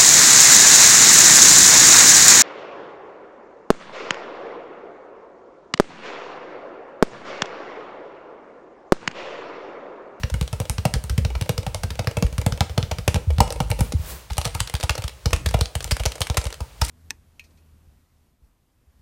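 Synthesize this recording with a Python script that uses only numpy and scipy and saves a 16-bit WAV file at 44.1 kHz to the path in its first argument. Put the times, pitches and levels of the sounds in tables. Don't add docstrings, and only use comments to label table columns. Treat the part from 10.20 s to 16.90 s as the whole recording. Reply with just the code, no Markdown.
import sys
import numpy as np
from scipy import signal
from scipy.fft import rfft, irfft
from scipy.io import wavfile
from scipy.ndimage import uniform_filter1d

SR = 44100
rng = np.random.default_rng(int(sys.argv[2]) if len(sys.argv) > 2 else 0)


def digitize_waveform(pressure):
    field = np.atleast_2d(pressure).T
    bounded = np.clip(field, -1, 1)
    quanta = np.round(bounded * 32767).astype(np.int16)
    wavfile.write(sys.argv[1], SR, quanta)


N = 295470
SQUEEZE_S = 4.0
TAILS = 3

# (time [s], crack level [dB], nominal crack length [ms],
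# knock over crack [dB], spot pitch [Hz], brightness [dB], thump level [dB], thump pitch [Hz])
BLOWS = [(0.0329, -16.5, 6.3, -17, 604, -30, -12.5, 56), (0.1404, -22, 3.3, -3.5, 1500, -2, -14, 74.5),
         (0.2106, -18.5, 4.7, -10, 470, -4.5, -12.5, 80.7), (0.329, -16.5, 1.7, -10, 746, -3, -16.5, 72),
         (0.4005, -19, 4.1, -2, 512, -1, -14, 81.3), (0.4968, -16.5, 2.6, -6.5, 960, -2.5, -14.5, 50),
         (.581, -18, 5, -18, 1170, -10, -15, 68.6), (0.652, -9.5, 5.5, -2, 659, -4.5, -8.5, 99),
         (.739, -9, 2.1, -25, 1080, -7, -14.5, 81.5), (0.752, -32, 9.3, 0, 810, -2, -13.5, 50.4),
         (0.8394, -29.5, 2.5, -7.5, 885, 0, -21, 62.5), (0.8958, -17, 6.4, -33, 875, -6, -15, 55),
         (0.9784, -14, 4.2, -22, 647, -3.5, -7.5, 75), (1.0481, -18.5, 7, -9, 535, -12, -10, 54.4),
         (1.151, -23.5, 7.1, -4, 990, -17, -19.5, 53), (1.211, -21, 5.5, -5, 543, -2, -15, 84),
         (1.2927, -11, 3.3, -2.5, 480, -2, -12.5, 96.4), (1.378, -17.5, 4.8, -7.5, 503, -5.5, -16.5, 81.5),
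         (1.4652, -18, 4.1, -1.5, 786, -6.5, -18.5, 100), (1.5455, -18, 3.6, -4, 685, -4.5, -25, 86),
         (1.6329, -17.5, 7.4, -4.5, 704, -5, -14.5, 74), (1.704, -22, 5.6, -9.5, 1060, -7, -19, 66),
         (1.7912, -17, 6, 0.5, 690, -9.5, -14.5, 81), (1.872, -17, 3.1, -5, 556, -9, -13.5, 80),
         (1.969, -19.5, 4.8, 1.5, 593, -4, -13.5, 84.4), (2.0246, -14, 2.8, -2.5, 515, -4.5, -9.5, 113.6),
         (2.127, -30.5, 3.4, -6.5, 600, -5, -31, 73), (2.1807, -19, 4.7, -17, 484, -4, -12, 62.4),
         (2.2628, -14, 4.7, -1, 673, -2.5, -6.5, 79.6), (2.322, -18.5, 4.5, -24, 480, -9, -16, 74.6),
         (2.407, -10.5, 3.1, -2.5, 693, -6, -8.5, 70), (2.4959, -28, 2.3, -4, 525, -19, -22, 71),
         (2.5767, -13.5, 6.6, -1, 582, -7, -7.5, 73), (2.628, -17, 0.77, -53, 805, -12, -17, 77.5),
         (2.7123, -13, 6.1, -5.5, 670, -7.5, -18, 72), (2.7841, -20, 3.8, -14, 626, -6.5, -18.5, 63.6),
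         (2.878, -8.5, 5, -2.5, 530, -5.5, -8.5, 66.4), (2.944, -13.5, 2.4, -31, 590, -3.5, -11.5, 77),
         (2.956, -20, 9.4, 2, 565, -7, -11.5, 50.4), (3.183, -24, 4.1, -0.5, 780, -5, -11, 66),
         (3.204, -8.5, 4.5, 6, 915, -2.5, -3, 55.6), (3.403, -14.5, 4, 0.5, 784, -4.5, -12.5, 104),
         (3.501, -20.5, 7.4, -8, 725, 0.5, -13.5, 76), (3.5892, -23.5, 9.5, -2, 562, 0, -17, 42.6),
         (3.6069, -13, 4.5, -4.5, 834, -2, -7, 77), (4.1032, -26.5, 8.8, -4, 830, -10, -17, 49.3),
         (4.181, -11.5, 2.5, -7, 850, 0, -14.5, 56.7), (4.2543, -18.5, 6, -5, 920, -4, -19, 91),
         (4.3498, -18, 4.1, -5, 936, -2, -17, 54), (4.4037, -12, 3.7, -14, 936, -3, -19, 82),
         (4.539, -19, 4, -7.5, 830, -2, -13, 59), (4.636, -15, 2.4, -6.5, 690, -2, -14, 60.6),
         (4.6939, -10, 6.8, -14, 970, -8, -14, 56.4), (4.778, -19.5, 7.6, -3.5, 694, -3.5, -22.5, 83),
         (4.839, -19, 6.4, -16, 670, -4.5, -16.5, 51), (5.0569, -14, 6.1, -6, 460, -5.5, -9.5, 58),
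         (5.1302, -8, 7, -5.5, 511, -5, -9.5, 51), (5.261, -12, 6.1, -13.5, 630, -5, -10.5, 51),
         (5.342, -14.5, 6.4, 3.5, 703, -7, -8, 73), (5.4096, -11.5, 5.6, -11.5, 517, -4.5, -10, 53.5),
         (5.553, -17.5, 6.1, -7.5, 694, -2.5, -13.5, 57.5), (5.645, -36, 4.3, 6, 920, -17, -24, 61.3),
         (5.712, -8.5, 11.2, -15, 600, -5, -8.5, 47.6), (5.8019, -24, 1, -1, 704, -13, -16, 47),
         (5.8592, -7, 4.4, -13, 620, -7, -13, 55), (6.0063, -15.5, 2.6, -8.5, 645, -4, -16.5, 71),
         (6.099, -18, 3.8, -4.5, 796, -5, -12, 57), (6.169, -6.5, 10.7, -9, 775, -4, -12, 53),
         (6.4046, -29.5, 5.4, 3.5, 800, -2.5, -18, 57.6), (6.6161, -7, 5, -10, 920, -4.5, -11, 54.7)]
def blows():
    out = np.zeros((TAILS, N))
    for k, (s, db, length_ms, knock_db, spot_hz, bright_db, _, _) in enumerate(BLOWS):
        centre_hz, peak_db = (2720, 3.5) if s < SQUEEZE_S else (3550, 8.5)
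        panel_hz = centre_hz * 2 ** rng.normal(0, 0.55)
        add(out[k % TAILS], s, crack(db, length_ms, bright_db, panel_hz, peak_db, width_oct=0.39))
        add(out[k % TAILS], s, knock(db + knock_db, spot_hz))
    return out


# (time [s], crack level [dB], panel pitch [Hz], knock level [dB])
CREASES = [(0.099, -25.5, 4820, -29.5), (0.2266, -30, 2590, -45), (0.276, -27, 4030, -39),
           (0.4155, -33, 4110, -26), (0.4535, -29, 2920, -31), (1.1025, -30, 2300, -28.5),
           (1.2224, -24, 3870, -33), (1.2595, -31, 2210, -32), (1.4294, -31, 2540, -33),
           (1.7547, -30.5, 2300, -35), (1.844, -35, 2750, -31.5), (1.911, -26.5, 2250, -27.5),
           (1.9857, -33, 2240, -35), (2.0652, -28.5, 2480, -47), (2.2146, -23, 2300, -29),
           (2.3755, -28.5, 2740, -32), (3.1031, -27.5, 2760, -23.5), (3.2755, -27, 2310, -27),
           (3.304, -21.5, 5000, -21), (3.3232, -22.5, 8560, -26), (3.3593, -33, 2800, -29.5),
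           (3.5142, -18.5, 2230, -20.5), (3.7212, -22, 4820, -25), (4.1184, -29, 4140, -52),
           (4.132, -25.5, 3460, -55), (4.1692, -26, 3680, -35), (4.2135, -20.5, 4050, -38),
           (4.2466, -21, 4070, -37), (4.2627, -21, 2480, -33), (4.275, -24, 2930, -26.5),
           (4.474, -18.5, 4080, -40), (4.4977, -24, 2330, -33), (4.5517, -17.5, 3320, -40),
           (4.565, -27.5, 3560, -46), (4.5996, -22, 4850, -33), (4.6078, -23, 3500, -35),
           (4.629, -16, 2670, -28), (4.6404, -22, 4400, -38), (4.706, -22, 3500, -26),
           (4.7523, -21, 4800, -26.5), (4.8209, -26, 2280, -34), (4.8785, -21.5, 3750, -39),
           (4.8934, -29.5, 2380, -41), (5.066, -32, 4460, -34), (5.1054, -27.5, 2200, -33),
           (5.1622, -23, 2270, -41), (5.287, -22.5, 4470, -46), (5.3091, -24, 2450, -33),
           (5.3893, -29, 6000, -24), (5.456, -20.5, 4540, -35), (5.6052, -21, 4050, -32.5),
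           (5.6254, -26.5, 7200, -40), (5.6754, -29, 3010, -35), (5.7667, -22, 2290, -30),
           (5.7954, -19, 2810, -42), (5.8354, -23, 2960, -42), (5.8542, -12.5, 3020, -17),
           (5.919, -22.5, 3500, -38), (5.954, -24.5, 8220, -31), (5.9803, -33, 3015, -35),
           (6.0159, -10, 3340, -23.5), (6.0276, -23, 4310, -44), (6.0695, -20.5, 2800, -46),
           (6.1439, -24, 2870, -27.5), (6.2142, -25.5, 4510, -35), (6.24, -24.5, 8290, -29),
           (6.2543, -23, 2410, -31), (6.2668, -21, 3230, -29.5), (6.304, -26, 2780, -39),
           (6.326, -24, 4600, -34), (6.3417, -28, 3380, -50)]
def creases():
    out = np.zeros((TAILS, N))
    for k, (s, db, panel_hz, knock_db) in enumerate(CREASES):
        length_ms = 5 * 2 ** rng.normal(0, 0.4)
        snap = crack(db, length_ms, bright_db=-4.5, panel_hz=panel_hz, peak_db=7.5, width_oct=0.72)
        add(out[k % TAILS], s, snap)
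        add(out[k % TAILS], s, knock(knock_db, spot_hz=559))
    return out


# (frequency [Hz], level [dB])
CRACK_SPECTRUM = [(300, -11), (1200, 4), (2500, -1.5), (4000, -1), (6500, 0.5), (8800, 12.5), (11000, 6),
                  (16000, -4.5)]
def crack(db, length_ms, bright_db, panel_hz, peak_db, width_oct):
    t = np.arange(2048) / SR
    noise, slips = rng.standard_normal((2, len(t)))
    panel = [(panel_hz / 2 ** width_oct, 0), (panel_hz, peak_db), (panel_hz * 2 ** width_oct, 0)]
    burst = unit_rms(shaped(shaped(noise, panel), CRACK_SPECTRUM, tilt_db=0.9 * (bright_db - 3.5)))
    ragged = gain(10.35 * np.tanh(0.68 * unit_rms(uniform_filter1d(slips, size=12))))
    volley = (1 + 0.62 * np.exp(-t / 0.00063)) * np.exp(-(t / (0.00068 * length_ms)) ** 1.42)
    buzz_fade = 0.38 * np.exp(-t / 0.0061) + 0.052 * (1 - t / t[-1])
    buzz = buzz_fade * uniform_filter1d(burst[::-1], size=3)
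    rise_s = 0.00063 * (length_ms / 6.04) ** 1.92
    return gain(db - 5.5) * rise(t, rise_s) ** 2 * (burst * ragged * volley + buzz)


# (frequency [Hz], level [dB], t60 [s])
SHELL_MODES = [(310.5, -4.5, 0.32), (484.5, 2.5, 0.13), (615, -0.5, 0.11), (812.5, 0.5, 0.014),
               (917, -1.5, 0.19), (1292, -1, 0.16), (2277, 4.5, 0.059), (2770, 8, 0.027)]
def knock(db, spot_hz):
    t = np.arange(4400) / SR
    out = gain(5.5) * decay(t, 0.023) * np.sin(2 * np.pi * spot_hz * t)
    for hz, mode_db, t60_s in SHELL_MODES:
        detune, strength = rng.uniform(-0.5, 0.5, 2)
        coupling_db = max(-14 * np.log2(hz / spot_hz) ** 2, -18)
        hit_phase = 2 * np.pi * (hz * (1 + 0.14 * detune) * t + rng.random())
        hit = gain(coupling_db) * decay(t, 0.039) * np.sin(hit_phase)
        ring_phase = 2 * np.pi * hz * (1 + 0.032 * detune) * t
        blur = [np.interp(0.198 * hz * t, np.arange(96), row) for row in rng.standard_normal((2, 96))]
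        blurred = blur[0] * np.sin(ring_phase) + blur[1] * np.cos(ring_phase)
        ring = gain(0.46 * coupling_db - 17) * decay(t, t60_s) * blurred
        out += gain(mode_db + 6 * strength) * (hit + ring)
    out *= rise(t, 0.0017)
    return gain(db + 1.5) * out / abs(out).max()


# (time [s], peak [dB], settled pitch [Hz], t60 [s])
WALL_THUMPS = [(0.114, -17, 56.7, 0.33), (0.224, -12, 49.6, 0.024), (0.919, -19, 66.6, 0.15),
               (1, -19.5, 61.6, 0.94), (2.039, -7.5, 51, 0.058), (3.07, -11.5, 72, 0.38),
               (3.735, -20, 151, 0.016), (3.744, -10.5, 67, 0.074), (3.794, -17, 52.5, 0.049),
               (6.259, -16, 49.5, 0.04)]
def thumps():
    out, t = np.zeros(N), np.arange(8000) / SR
    pushes = []
    for s, _, length_ms, *_, db, hz in BLOWS:
        lag_ms = length_ms - 2.52
        t60_s = 0.052 * gain(-0.71 * (db + 18.5))
        pushes.append((s + lag_ms / 1000, db, hz, t60_s))
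    for s, db, hz, t60_s in pushes + WALL_THUMPS:
        cycles = hz * (t + 0.00852 * rise(t, 0.011))
        fade = decay(t, t60_s) + 0.021 * decay(t, 6.2 * t60_s)
        swing = -np.sin(2 * np.pi * cycles) * rise(t, 0.0062) ** 2 * fade
        add(out, s, gain(db) * swing / abs(swing).max())
    return out


# (frequency [Hz], density [dB])
HOLLOW_SPECTRUM = [(130, 13), (220, 15.5), (330, -8), (480, 15.5), (650, -0.5), (1000, -37)]
def hollow():
    kicks, t = np.zeros(N), np.arange(8000) / SR
    for s, *_, thump_db, _ in BLOWS:
        kicks[round(s * SR)] = gain(thump_db - (15.5 if s < SQUEEZE_S else 24))
    swell = signal.oaconvolve(kicks, rise(t, 0.0047) * decay(t, 0.15))[:N]
    return swell * shaped_noise(HOLLOW_SPECTRUM)


# (start [s], end [s], relative crinkle level [dB], rumble level [dB])
SPELLS = [(0, 1.5, -59, -34.5), (1.5, 3.1, -46, -32.5), (3.102, 3.72, -37, -26.5), (3.74, 3.98, -41, -30),
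          (4.1, 4.46, -33.5, -33), (5.07, 5.44, -37.5, -25), (5.57, 5.83, -37.5, -35),
          (6.6, 6.8, -19.5, -31)]
def handling():
    t = np.arange(N) / SR
    levels = np.full((2, N), [[-63.0], [-41.0]])
    for start, end, crinkle_db, rumble_db in SPELLS:
        levels[:, (t >= start) & (t <= end)] = [[crinkle_db], [rumble_db]]
    crinkle_db, rumble_db = uniform_filter1d(levels, round(0.081 * SR), axis=1)
    onsets = np.array([0] + [s for s, *_ in BLOWS])
    since_s = t - onsets[np.searchsorted(onsets, t, side="right") - 1]
    until_s = np.append(onsets, np.inf)[np.searchsorted(onsets, t)] - t
    settled = uniform_filter1d(0.5 - np.exp(-since_s / 0.033), size=200)
    creep_db = 39.5 * np.exp(-until_s / 0.0027)
    crinkle_db += np.where(t < SQUEEZE_S, -7.5 * settled, creep_db - 4 * settled)
    return -49.5 - 7 * settled, crinkle_db, rumble_db - 12.5 * settled


def crinkle(db, ticks_per_s=420, tick_s=0.00088):
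    bands = []
    for hz in (2300, 4200, 8800):
        sizes = gain(5.9 * np.minimum(rng.exponential(1, N), 3.5))
        ticks = sizes * (rng.random(N) < ticks_per_s / SR)
        envelope = signal.lfilter([1], [1, -np.exp(-1 / (tick_s * SR))], ticks)
        bands.append(envelope * shaped_noise([(0.11 * hz, -20), (hz, 0), (1.4 * hz, -12), (SR / 2, -24)]))
    return gain(db - 25) * np.array(bands)


# (peak time [s], rub level [dB])
SLIDES = [(3.65, -44.5), (3.905, -39)]
# (frequency [Hz], density [dB])
RUB_SPECTRUM = [(200, 1), (500, 10), (1800, 3), (4000, 1), (9000, -3.5), (13000, -14.5), (16500, -34)]
def rub(resting_db, slide_db_per_s=77):
    t = np.arange(N) / SR
    slide_db = np.max([db - slide_db_per_s * abs(t - s) for s, db in SLIDES], axis=0)
    rub_db = np.maximum(resting_db, slide_db)
    airy = gain(rub_db + 43) * unit_rms(np.diff(rng.standard_normal(N), prepend=0))
    return gain(rub_db) * (shaped_noise(RUB_SPECTRUM) + airy)


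def rumble(db):
    return gain(db) * shaped_noise([(28, -16), (55, 7.5), (90, -4.5), (170, -11), (320, -61)])


# (frequency [Hz], t60 [s])
ROOM_T60 = [(300, 1), (1700, 0.37), (5000, 0.24), (10000, 0.31), (15000, 0.1)]
def room(x):
    taps = np.zeros(SR // 2)
    slots = np.arange(200, len(taps) - 20, 20)
    taps[slots + rng.integers(0, 20, len(slots))] = rng.choice([-1., 1.], len(slots))
    hz, t, bands = signal.stft(taps, SR, nperseg=256)
    _, tail = signal.istft(bands * decay(t, curve_at(ROOM_T60, hz)[:, None]), SR, nperseg=256)
    response = shaped(tail / np.linalg.norm(tail), [(900, -9), (2200, 0)])
    return signal.fftconvolve(x, response)[:N]


def gain(db):
    return 10 ** (np.asarray(db) / 20)


def rise(t, tau_s):
    return 1 - np.exp(-t / tau_s)


def decay(t, t60_s):
    return gain(-60 * t / t60_s)


def unit_rms(x):
    return x / np.sqrt(np.mean(x ** 2) + 1e-20)


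def curve_at(points, hz):
    points_hz, values = np.transpose(points)
    return np.interp(np.log(hz + 1), np.log(points_hz + 1), values)


def shaped(x, spectrum, tilt_db=0):
    hz = np.fft.rfftfreq(len(x), 1 / SR)
    shelf_db = tilt_db * np.tanh(np.log((hz + 1) / 7000) / 0.14)
    return irfft(rfft(x) * gain(curve_at(spectrum, hz) + shelf_db), len(x))


def shaped_noise(spectrum):
    return unit_rms(shaped(rng.standard_normal(N), spectrum))


def add(mix, s, sound):
    part = mix[round(s * SR):][:len(sound)]
    part += sound[:len(part)]


def scene():
    rub_db, crinkle_db, rumble_db = handling()
    groups = blows() + creases() + crinkle(crinkle_db)
    sharp = sum(group + gain(-12) * room(group) for group in groups)
    return (sharp + thumps() + hollow() + rub(rub_db) + rumble(rumble_db))[None]


def record(dry):
    hiss = gain(-64) * shaped_noise([(1500, 3), (6000, -9), (16000, 12)])
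    bass_cut = signal.butter(3, 36, "highpass", fs=SR, output="sos")
    rounded = 1.15 * np.tanh(signal.sosfilt(bass_cut, dry + hiss) / 1.15)
    band_limit = signal.firwin(255, 16000, window=("kaiser", 12), fs=SR)
    return signal.oaconvolve(rounded, band_limit[None], "same")


dry = scene()
out = record(dry)
digitize_waveform(out)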